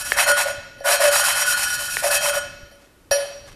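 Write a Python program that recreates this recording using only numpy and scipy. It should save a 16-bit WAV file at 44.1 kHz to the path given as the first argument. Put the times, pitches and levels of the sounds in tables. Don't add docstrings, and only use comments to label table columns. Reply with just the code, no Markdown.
import sys
import numpy as np
from scipy import signal
from scipy.fft import rfft, irfft
from scipy.io import wavfile

SR = 44100
rng = np.random.default_rng(int(sys.argv[2]) if len(sys.argv) > 2 else 0)


def rack_gain(trim_db):
    fader = np.asarray(trim_db, float)
    return 10 ** (fader / 20)


def persist_wave(psi):
    counts = np.round(np.clip(psi, -1, 1) * 32767).astype(np.int16)
    wavfile.write(sys.argv[1], SR, np.atleast_2d(counts).T)


N = 156555

# start [t/s], length [t/s], then grit, low shudder, middle ring, scrape [level/dB]
STROKES = [(-.05, .095, -29, -46, -33, -37.5), (0.023, 0.15, -32, -51, -37, -41.5),
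           (0.156, 0.1, -22, -23.5, -27.5, -19.5), (0.259, 0.072, -22.5, -22.5, -19.5, -24),
           (0.356, 0.093, -24.5, -32, -35, -21.5), (0.444, 0.085, -37.5, -27, -56, -34.5),
           (0.837, 0.15, -21.5, -16.5, -24, -21), (0.989, 0.12, -21.5, -17, -27.5, -23),
           (1.096, 0.14, -20, -26, -26.5, -23.5), (1.214, 0.14, -23.5, -39.5, -28, -26.5),
           (1.336, 0.12, -23, -34, -30.5, -29), (1.441, 0.12, -23.5, -41, -25.5, -38),
           (1.544, 0.13, -26.5, -52.5, -32.5, -34), (1.653, 0.13, -28, -54, -33.5, -44.5),
           (1.769, 0.13, -29, -48.5, -39, -40), (1.874, 0.17, -30, -54.5, -36.5, -49.5),
           (2.019, 0.0854, -24, -16, -36, -26.5), (2.093, 0.1, -21.5, -26, -25, -27),
           (2.197, 0.13, -24.5, -25.5, -30.5, -29), (2.323, 0.081, -30, -26, -33, -31)]
RISE_SHARE = [0.29, 0.12, 0.11, 0.24]
FALL_SHARE = [0.29, 0.43, 0.27, .3]
SPEED_POWER = [2.08, 1.28, 0.61, 3.7]
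# [f/Hz], [level/dB per Hz]
GRIT_SPECTRUM = [(1470, -39.5), (2500, -2), (3150, -11), (3400, -9.5), (5490, -0.5), (6260, -9.5),
                 (6820, -4.5), (10600, 0.5), (15800, -17)]
# [f/Hz], [level/dB per Hz]
SCRAPE_SPECTRUM = [(350, -35.5), (480, -31), (700, 4.5), (1100, 4.5), (1900, 6), (2600, -2.5),
                   (4000, -10.5), (6000, -46.5)]
# [f/Hz], rubbed [relative level/dB], struck [level/dB], t60 [t/s]
LOW_MODES = [(576.4, 5.5, -1.5, 0.19), (565, -13, -0.5, 0.47), (603.5, -5, -9, 0.042),
             (647.4, -6.5, -10, 0.18), (741, -10, 4.5, 0.017), (520, -8, -4, .06)]
# [f/Hz], rubbed [relative level/dB], struck [level/dB], t60 [t/s]
MIDDLE_MODES = [(1447, 2, -7, .11), (1456, -6.5, -34, 1.41), (1488, -1, -40, 0.037), (1711, -3, -4.5, 0.12),
                (1850, -11.5, -7.5, 0.084), (1323, -7.5, -22, 0.069)]
# [f/Hz], rubbed [relative level/dB], struck [level/dB], t60 [t/s]
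HIGH_MODES = [(2579, 4.5, -8.5, .15), (3037, -1, -21.5, 0.57), (3068, -1.5, -9, 0.11),
              (3201, -1.5, -29.5, 0.6), (3977, -1.5, -10, 0.058), (4285, -0.5, -17, 0.24),
              (4600, -2.5, 1, 0.023), (5190, -21, -18, 0.18), (5688, 7, -0.5, .17), (6670, -0.5, -42, 0.1),
              (6875, -1.5, -19, 0.13), (7280, -6, -29, 0.15), (8390, -0.5, -40, 0.2), (8662, -5, -25, 0.2),
              (9220, 1, -22, 0.15), (9580, -5, -10, 0.28), (9600, -12, -17, 0.12), (9900, -7, -29, 0.22),
              (10460, -17, -19, 0.27), (11100, -16, -15, 0.31), (11700, -3, -13, .1),
              (12200, -13, -13, 0.08), (12530, -23, -51, 2)]
# [t/s], [level/dB]
RUMBLE_LEVEL = [(0.0, -49), (0.34, -47.5), (0.63, -52.5), (1.4, -49.5), (2.49, -47.5), (2.88, -61),
                (3.55, -48)]
# [f/Hz], [level/dB per Hz]
RUMBLE_SPECTRUM = [(12, -10), (20, 4.5), (43, 6), (107, 4.5), (219, -4.5), (302, -6), (420, -13),
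                   (550, -10), (920, -120)]
# [f/Hz], [level/dB per Hz]
HISS_SPECTRUM = [(150, -16), (250, 5.5), (700, -5), (1500, -8), (3000, -14.5), (6000, -16.5), (12000, -17),
                 (15800, -32)]
# [f/Hz], t60 [t/s]
GARAGE_DECAY = [(300, 1), (800, 0.67), (2000, 1), (5000, 1), (9000, 0.33), (14000, 0.49)]
# [t/s], click [level/dB], base pitch [f/Hz]
SNAPS = [(.1199, -1, 1770), (1.969, -7.5, 1830)]
# ratio to the base pitch [1], [level/dB], t60 [t/s]
STICK_MODES = [(.62, -28.5, 0.023), (1.01, 0, .012), (1.2, -9.5, 0.015), (1.55, -20.5, 0.017),
               (1.9, -57, .006)]
# [t/s], click [level/dB], resonance [f/Hz]
THUDS = [(.58, -32.5, 97), (2.631, -30.5, 59.2), (3.108, -28, 89.3)]
# [t/s], [level/dB], rattle decay to 1/e [t/s], treble tilt above 1 kHz [dB/octave]
TOUCHES = [(.782, -41.5, 0.0099, -2), (.804, -27, 0.0034, -7), (2.712, -42.5, 0.022, -1.5),
           (3.110, -10.5, 0.047, 0.07)]
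# [f/Hz], [level/dB per Hz]
CRACK_SPECTRUM = [(400, -7), (600, 10), (1100, -14), (2000, -26), (3400, -20), (4500, 4.5), (6500, -25.5),
                  (11000, -5.5), (15800, -25)]
# start [t/s], length [t/s], [level/dB]
BRUSHES = [(0.815, 0.042, -67), (2.695, 0.04, -70), (2.777, 0.12, -57.5), (3.459, 0.051, -44),
           (3.504, .035, -48)]
# [f/Hz], [level/dB per Hz]
BRIGHT_SPECTRUM = [(1000, 6.5), (4000, 0), (7000, -3.5), (10500, -6.5), (13000, -16), (15800, -20)]

DRAG_DB = -29
FINE_PER_S, FINE_SPREAD_DB = 9000, 1.5
COARSE_PER_S, COARSE_SPREAD_DB = 1400, 3.5
HIGH_RING_DB = -3.5
RUB_PATCHY_DB, MODE_PATCHY_DB, BAND_PATCHY_DB = 1.5, 2.5, 2.5
HISS_DB = -57.5
GARAGE_DB, FIRST_WALL_S = -13, 0.013
THUD_T60_S = 0.057
RATTLE_PER_S, RATTLE_SHARE = 1500, 0.2
CRACK_DB = 2
CLANG_DB, CLANG_T60_S = -19, 0.72
SEATING_T60_S = 0.04
LOW_CUT_HZ = 393
PEAK, TOP_HZ = 0.8, 15850


def rms_one(x):
    return x / np.sqrt(np.mean(x ** 2) + 1e-20)


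def at_hz(points, hz):
    table_hz, value = np.array(points).T
    return np.interp(np.log(hz), np.log(table_hz), value)


def colour(x, spectrum):
    hz = np.maximum(np.fft.rfftfreq(len(x), 1 / SR), 1)
    return rms_one(irfft(rfft(x) * rack_gain(at_hz(spectrum, hz)), len(x)))


def drift(rate_hz):
    pole = np.exp(-2 * np.pi * rate_hz / SR)
    noise = rng.standard_normal(N + SR)
    smooth = signal.lfilter([1], [1, -2 * pole, pole * pole], noise)
    return rms_one(smooth[SR:])


def ring(x, hz, t60):
    radius = rack_gain(-60 / (t60 * SR))
    angle = 2 * np.pi * hz / SR
    poles = [1, -2 * radius * np.cos(angle), radius * radius]
    return signal.lfilter([0, np.sin(angle)], poles, x + 1e-18)


def grains(per_s, spread_db):
    size_db = spread_db * np.minimum(rng.exponential(1, N), 4)
    sizes = rack_gain(size_db) * rng.choice([-1, 1], N)
    return rms_one(sizes * (rng.random(N) < per_s / SR))


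def strokes():
    t = np.arange(N) / SR
    envelopes = np.zeros((4, N))
    rise, fall = np.array(RISE_SHARE)[:, None], np.array(FALL_SHARE)[:, None]
    power = np.array(SPEED_POWER)[:, None]
    for start, length, *db in STROKES:
        u = (t - start) / length
        ramp = np.clip(np.minimum(u / rise, (1 - u) / fall), 0, 1)
        speed = np.sin(np.pi / 2 * ramp)
        drag = rack_gain(DRAG_DB) * (u > 0) * (u < 1)
        envelopes += rack_gain(np.array(db))[:, None] * (speed ** power + drag)
    return envelopes


def patchy(x, patchy_db):
    octave = np.log2(np.fft.rfftfreq(N, 1 / SR) + 1)
    spectrum, out = rfft(x), 0
    for centre in np.arange(8.5, 13.5, 0.5):
        share = np.clip(1 - 2 * np.abs(octave - centre), 0, 1)
        out = out + irfft(spectrum * share, N) * rack_gain(patchy_db * drift(26))
    return rms_one(out)


def rubbed(modes, push, stream):
    norm = np.sqrt(sum(rack_gain(2 * mode[1]) for mode in modes))
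    wander = [drift(10.3) for _ in range(5)]
    out = 0
    for k, (hz, db, _, t60) in enumerate(modes):
        unit = np.sqrt(4 * np.log(1000) / (t60 * SR))
        level = rack_gain(db + MODE_PATCHY_DB * wander[k % 5])
        shifted = np.roll(stream * level, int(hz))
        out = out + unit * ring(shifted * push, hz, t60)
    return out / norm


def grinding():
    grit, shudder, middle, scrape = strokes() * rack_gain(RUB_PATCHY_DB * drift(28))
    fine = grains(FINE_PER_S, FINE_SPREAD_DB)
    coarse = grains(COARSE_PER_S, COARSE_SPREAD_DB)
    out = grit * colour(fine, GRIT_SPECTRUM)
    out += scrape * patchy(colour(coarse, SCRAPE_SPECTRUM), BAND_PATCHY_DB)
    out += rubbed(LOW_MODES, shudder, coarse)
    out += rubbed(MIDDLE_MODES, middle, coarse)
    return out + rack_gain(HIGH_RING_DB) * rubbed(HIGH_MODES, grit, fine)


def background():
    t, db = np.transpose(RUMBLE_LEVEL)
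    level = rack_gain(np.interp(np.arange(N) / SR, t, db))
    rumble = level * colour(rng.standard_normal(N), RUMBLE_SPECTRUM)
    return rumble + rack_gain(HISS_DB) * colour(rng.standard_normal(N), HISS_SPECTRUM)


def garage(x):
    t = np.arange(SR) / SR
    tail, edges = 0, 150 * 2 ** np.arange(0, 7, 0.5)
    for low, high in zip(edges, edges[1:]):
        band_pass = signal.butter(2, [low, high], "band", fs=SR, output="sos")
        band = signal.sosfilt(band_pass, rng.standard_normal(SR))
        t60 = at_hz(GARAGE_DECAY, np.sqrt(low * high))
        tail = tail + band * rack_gain(-60 * t / t60)
    tail = tail * np.clip(t / FIRST_WALL_S - 1, 0, 1)
    return rack_gain(GARAGE_DB) * signal.fftconvolve(x, tail / np.sqrt(np.sum(tail ** 2)))[:N]


def snaps():
    out = np.zeros(N)
    for t, db, hz in SNAPS:
        click = np.zeros(N)
        click[int(t * SR)] = rack_gain(db)
        for ratio, part_db, t60 in STICK_MODES:
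            out += rack_gain(part_db) * ring(click, ratio * hz, t60)
    return out


def thuds():
    out = np.zeros(N)
    for t, db, hz in THUDS:
        click = np.zeros(N)
        click[int(t * SR)] = rack_gain(db)
        out += ring(click, hz, THUD_T60_S)
    return signal.sosfilt(signal.butter(2, 250, fs=SR, output="sos"), out)


def touches():
    t = np.arange(N) / SR
    push, blow = np.zeros((len(TOUCHES), N)), np.zeros((len(TOUCHES), N))
    for k, (start, db, length, _) in enumerate(TOUCHES):
        decay = (t >= start) * np.exp(-np.maximum(t - start, 0) / length)
        push[k] = rack_gain(db) * decay / np.sqrt(RATTLE_PER_S * length / 2)
        blow[k, int(start * SR)] = rack_gain(db)
    tilt = np.array(TOUCHES)[:, 3]
    broad = rack_gain(2 * tilt)
    rattle = RATTLE_SHARE * grains(RATTLE_PER_S, 1.15) * np.sqrt(RATTLE_PER_S / SR)

    out = rack_gain(CRACK_DB) * (broad @ push) * colour(rng.standard_normal(N), CRACK_SPECTRUM)
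    fade = rack_gain(-60 / (CLANG_T60_S * SR))
    clang = signal.lfilter([1], [1, -fade], broad @ blow)
    out += rack_gain(CLANG_DB) * clang * colour(rng.standard_normal(N), BRIGHT_SPECTRUM)

    for hz, _, db, t60 in LOW_MODES + MIDDLE_MODES + HIGH_MODES:
        share = rack_gain(db + tilt * max(np.log2(hz / 1000), 0))
        late = np.roll(share @ blow, rng.integers(0, 90))
        shaken = (share @ push) * np.roll(rattle, int(hz))
        out += ring(late + shaken, hz, t60) - ring(late, hz, min(SEATING_T60_S, t60 / 2))
    return out


def brushes():
    t = np.arange(N) / SR
    swell = np.zeros(N)
    for start, length, db in BRUSHES:
        swell += rack_gain(db) * np.sin(np.pi * np.clip((t - start) / length, 0, 1))
    return swell * colour(grains(3000, 3.0), BRIGHT_SPECTRUM)


def scene():
    work = grinding() + snaps() + touches() + brushes()
    low_cut = signal.butter(10, LOW_CUT_HZ, "high", fs=SR, output="sos")
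    work = signal.sosfilt(low_cut, work)
    return (work + garage(work) + thuds() + background())[None]


def band_limit(x):
    return signal.sosfilt(signal.butter(12, 16260, fs=SR, output="sos"), x)


def record(dry):
    held = PEAK * np.tanh(dry / PEAK * 1.035)
    top_cut = signal.cheby2(14, 60, TOP_HZ, fs=SR, output="sos")
    mix = signal.sosfilt(top_cut, held)
    return band_limit(mix)


dry = scene()
out = record(dry)
persist_wave(out)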